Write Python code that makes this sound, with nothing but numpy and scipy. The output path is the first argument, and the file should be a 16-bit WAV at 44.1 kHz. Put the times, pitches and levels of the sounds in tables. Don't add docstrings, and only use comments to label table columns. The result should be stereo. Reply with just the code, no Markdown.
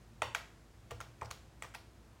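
import sys
import numpy as np
from scipy import signal
from scipy.fft import rfft, irfft
from scipy.io import wavfile
from scipy.ndimage import uniform_filter1d

SR = 44100
rng = np.random.default_rng(int(sys.argv[2]) if len(sys.argv) > 2 else 0)


def int16_out(signal):
    q = np.round(np.clip(np.atleast_2d(signal).T, -1, 1) * 32767)
    wavfile.write(sys.argv[1], SR, q.astype(np.int16))


def volts_from_decibels(level):
    exponent = np.asarray(level, float) / 20
    return 10 ** exponent


N = 97020

# [f/Hz, level/dB rms]
HUM_LINES = [(56, -64.5), (112, -71.5), (141, -78), (223, -76), (334, -74.5)]
# [f/Hz, density/dB]
RUMBLE_SPECTRUM = [(15, -37), (30, -17), (54, -5), (81, -6.5), (113, -2.5), (162, -11), (300, -30.5),
                   (600, -55)]
# [f/Hz, density/dB]
AIR_SPECTRUM = [(120, -27), (200, -2), (400, -6.5), (700, -9), (1300, -13), (3000, -20), (7000, -24),
                (15700, -35)]
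# [f/Hz, density/dB]
AIR_SIDE_SPECTRUM = [(15, -60), (25, 0), (185, -0.5), (463, -5.5), (659, -6.5), (911, -6), (1130, -7.5),
                     (6740, -19), (16000, -28.5)]
# [t/s, level/dB, chatter/s, knock f/Hz, treble/dB]
PRESSES = [(.2172, -42, 0.0051, 1300, -13), (.2196, -20.5, 0.00082, 2900, -15.5),
           (.2203, -24, .0016, 1390, -9.5), (.2218, -22, 0.00036, 870, -7.5), (.2285, -53, .004, 2920, -13),
           (.245, -43, 0.0028, 2070, -17), (.9055, -52, .003, 2900, 0), (.9082, -38.5, .003, 2900, 3.5),
           (.911, -35, .006, 1170, -2), (.9185, -37.5, 0.0029, 444, -25),
           (1.2115, -39.5, 0.006, 2320, -1.5), (1.2192, -27, 0.00034, 1050, -43),
           (1.2305, -53, 0.0015, 870, 5), (1.246, -46.5, 0.016, 5000, 2), (1.6225, -34.5, 0.0027, 1910, 2),
           (1.634, -43.5, 0.005, 2400, -2), (1.6415, -37.5, 0.01, 1150, -13)]
# [t/s, level/dB, chatter/s, knock f/Hz, treble/dB]
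RELEASES = [
    (.3478, -45.5, 0.00085, 1447, 19),
    (.3488, -23.5, 0.001945, 1480, -8.5),
    (.352, -37, 0.00169, 1250, 8.5),
    (1.003, -32.5, .010, 1400, 1),
    (1.3045, -45, 0.0043, 1590, 4),
    (1.3102, -35, .005, 1220, 8.5),
    (1.7385, -45, .006, 1500, 3),
    (1.747, -39.5, 0.0021, 1490, 5.5),
    (1.7505, -36.5, 0.0034, 2527, -0.5),
    (1.7515, -39.5, 0.00182, 925, -11),
]
# [f/Hz, level/dB, t60/s]
CASE_MODES = [(602, -9.5, 0.0085), (870, -16.5, 0.03), (1347, -14.5, 0.024), (2070, -2.5, 0.0079),
              (2900, -2, 0.0052), (3360, -10, 0.016), (4760, 0, 0.003), (5970, -9, 0.012),
              (7000, -2.5, 0.002), (8000, -9, 0.0068), (10600, -26, 0.0021), (13000, -40, .002)]
# [f/Hz, level/dB, t60/s]
CAP_MODES = [(918, -10.5, 0.014), (1300, -18, 0.018), (2210, -4, 0.013), (3200, 1, 0.0047),
             (4270, -4.5, 0.0048), (5040, -9.5, 0.012), (5730, -11.5, 0.012), (6530, -6.5, 0.0057),
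             (7780, -16.5, 0.0088), (10200, -3, 0.00076), (12400, -19, .002), (13400, -39, 0.0032)]
# [t/s, level/dB, notebook ring/dB, notebook f/Hz]
DESK_THUMPS = [
    (.2215, -45.5, 13.5, 607),
    (.919, -44, 2.5, 476),
    (1.221, -42.5, 3, 834),
    (1.642, -61, -1, 393),
]
# [f/Hz, level/dB, t60/s]
DESK_MODES = [(112.7, -5, 0.34), (80, -3, 0.18), (327, -8.5, 0.042), (420, -1, 0.032)]
# [f/Hz, level/dB, t60/s]
ROOM_BANDS = [(231, -10, 1), (540, -8.5, 0.31), (1080, -11.5, 0.44), (2130, -13, 0.44), (4050, -11.5, 0.33),
              (7640, -14, 0.5), (13000, -11, 0.28)]

HUM_WOBBLE_DB, RUMBLE_DB, AIR_DB, AIR_SIDE_DB = -1, -62, -65, -65.5
CHATTER_PER_S, CHATTER_SPREAD_DB, CHATTER_SWELL_DB = 2900, 5.5, 4
MODE_SCATTER_DB, PORT_SCATTER_DB, TREBLE_FROM_HZ = 3.65, 3, 2840
KNOCK_DB, KNOCK_T60_S = 3.5, 0.0078
CRACK_DB, CRACK_T60_S, CRACK_SOFTNESS = -9, 0.0034, 0.14
BLUR_T60_S, LEFT_LATE_S = 0.0042, .00011
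PRESS_LOW_HZ, RELEASE_LOW_HZ = 356, 556
PUSH_S, NOTEBOOK_T60_S = 0.0016, 0.066
ROOM_ONSET_S, EARLY_DB, EARLY_T60_S = 0.0046, -2.5, 0.048
ROOM_DB, TOP_HZ = 7, 15900


def walk(rate):
    hold = int(SR / rate)
    steps = np.repeat(rng.standard_normal(N // hold + 1), hold)
    return 1.26 * uniform_filter1d(uniform_filter1d(steps, hold), hold)[:N]


def hum():
    t = np.arange(N) / SR
    out = np.zeros(N)
    for hz, db in HUM_LINES:
        level = np.sqrt(2) * volts_from_decibels(db + HUM_WOBBLE_DB * walk(9.9))
        cycles = hz * t + np.cumsum(2.314 * walk(8.9)) / SR + rng.random()
        out += level * np.sin(2 * np.pi * cycles)
    return out


def shaped(points, db):
    hz, shape = np.array(points).T
    f = np.maximum(np.arange(N // 2 + 1) * SR / N, 1)
    gain = volts_from_decibels(np.interp(np.log(f), np.log(hz), shape))
    x = irfft(rfft(rng.standard_normal(N)) * gain, N)
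    return x * volts_from_decibels(db) / np.std(x)


def quiet():
    shared = hum() + shaped(RUMBLE_SPECTRUM, RUMBLE_DB) + shaped(AIR_SPECTRUM, AIR_DB)
    return shared + shaped(AIR_SIDE_SPECTRUM, AIR_SIDE_DB) * np.array([[1], [-1]])


def ring(hz, t60, size):
    t = np.arange(size) / SR
    return np.exp(-np.log(1000) * t / t60) * np.sin(2 * np.pi * hz * t)


def add(out, sound, s):
    for ch, late in enumerate((LEFT_LATE_S, 0)):
        i = int((s + late) * SR)
        out[ch, i:i + sound.shape[1]] += sound[ch, :N - i]


def chatter(length):
    at = np.cumsum(.2 + 1.6 * rng.random(48)) / CHATTER_PER_S
    at -= at[0]
    level_db = CHATTER_SPREAD_DB * rng.standard_normal(48) + CHATTER_SWELL_DB * at / length
    gate = np.clip((length - at) * CHATTER_PER_S + 1, 0, 1)
    return np.minimum((at * SR).astype(int), 1023), volts_from_decibels(level_db) * gate


def contact_parts(modes, knock_hz, treble_db):
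    parts = []
    for hz, mode_db, t60 in modes:
        level_scatter, pitch_scatter = rng.standard_normal(2)
        shelf_db = treble_db / (1 + (TREBLE_FROM_HZ / hz) ** 4)
        mode = ring(hz * (1 + 0.01 * pitch_scatter), t60, 1024)
        parts.append((mode_db + MODE_SCATTER_DB * level_scatter + shelf_db, mode))
    parts.append((KNOCK_DB, ring(knock_hz, KNOCK_T60_S, 1024)))
    grit = signal.lfilter([1], [1, -CRACK_SOFTNESS], rng.standard_normal(1024))
    parts.append((CRACK_DB + treble_db, grit * volts_from_decibels(-60 * np.arange(1024) / SR / CRACK_T60_S)))
    return parts


def keys(table, modes, low_hz):
    out = np.zeros((2, 2, N))
    blur = volts_from_decibels(-60 * np.arange(1024) / SR / BLUR_T60_S)
    for s, db, length, knock_hz, treble_db in table:
        place, weight = chatter(length)
        close, power = np.zeros((2, 2047)), 0
        for part_db, shape in contact_parts(modes, knock_hz, treble_db):
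            level, energy = volts_from_decibels(db + part_db), np.sum(shape ** 2)
            spot = np.tanh(2 * rng.standard_normal(48))
            rung = signal.fftconvolve(np.bincount(place, weight * spot, 1024), shape)
            ports = volts_from_decibels(PORT_SCATTER_DB * rng.standard_normal() * np.array([[1], [-1]]))
            close += ports * level * rung * np.sqrt(energy / np.sum(rung ** 2))
            blunt = shape * blur
            power = power + np.abs(level * rfft(blunt)) ** 2 * energy / np.sum(blunt ** 2)
        even = np.roll(irfft(np.sqrt(power)), 64) * np.ones((2, 1))
        add(out[0], close, s)
        add(out[1], even, s + length / 2)
    return signal.sosfilt(signal.butter(3, low_hz, "high", fs=SR, output="sos"), out)


def desk():
    out = np.zeros((2, N))
    push = 1 - np.exp(-np.arange(16384) / SR / PUSH_S)
    for s, db, notebook_db, notebook_hz in DESK_THUMPS:
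        modes = [*DESK_MODES, (notebook_hz, notebook_db, NOTEBOOK_T60_S)]
        thump = push * sum(volts_from_decibels(db + mode_db) * ring(hz, t60, 16384) for hz, mode_db, t60 in modes)
        add(out, np.array([thump, thump]), s)
    return out


def room(x):
    t = np.arange(16384) / SR
    f = np.maximum(np.arange(8193) * SR / 16384, 1)
    centres = np.log([row[0] for row in ROOM_BANDS])
    noise = rfft(rng.standard_normal((3, 16384)))
    tail = 0
    for k, (hz, db, t60) in enumerate(ROOM_BANDS):
        band = irfft(noise * np.interp(np.log(f), centres, np.arange(len(ROOM_BANDS)) == k))
        likeness = 1 / (1 + (hz / 670.0) ** 2)
        pair = np.sqrt(likeness) * band[0] + np.sqrt(1 - likeness) * band[1:]
        fall = volts_from_decibels(-60 * t / t60) + volts_from_decibels(EARLY_DB - 60 * t / EARLY_T60_S)
        tail = tail + pair * fall * volts_from_decibels(db) / np.sqrt(SR * t60 / 14)
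    tail = tail * np.clip(t / ROOM_ONSET_S, 0, 1) ** 2
    return signal.fftconvolve(tail, x, axes=1)[:, :N]


def scene():
    floor = quiet()
    presses = keys(PRESSES, CASE_MODES, PRESS_LOW_HZ)
    releases = keys(RELEASES, CAP_MODES, RELEASE_LOW_HZ)
    close, spread = presses + releases
    thumps = desk()
    return close + thumps + room(spread + thumps) * volts_from_decibels(ROOM_DB) + floor


def roll_off(x):
    return signal.sosfilt(signal.butter(12, 16460, fs=SR, output="sos"), x)


def record(dry):
    top_cut = signal.ellip(6, .3, 30, TOP_HZ, fs=SR, output="sos")
    mix = signal.sosfilt(top_cut, dry)
    return roll_off(mix)


dry = scene()
out = record(dry)
int16_out(out)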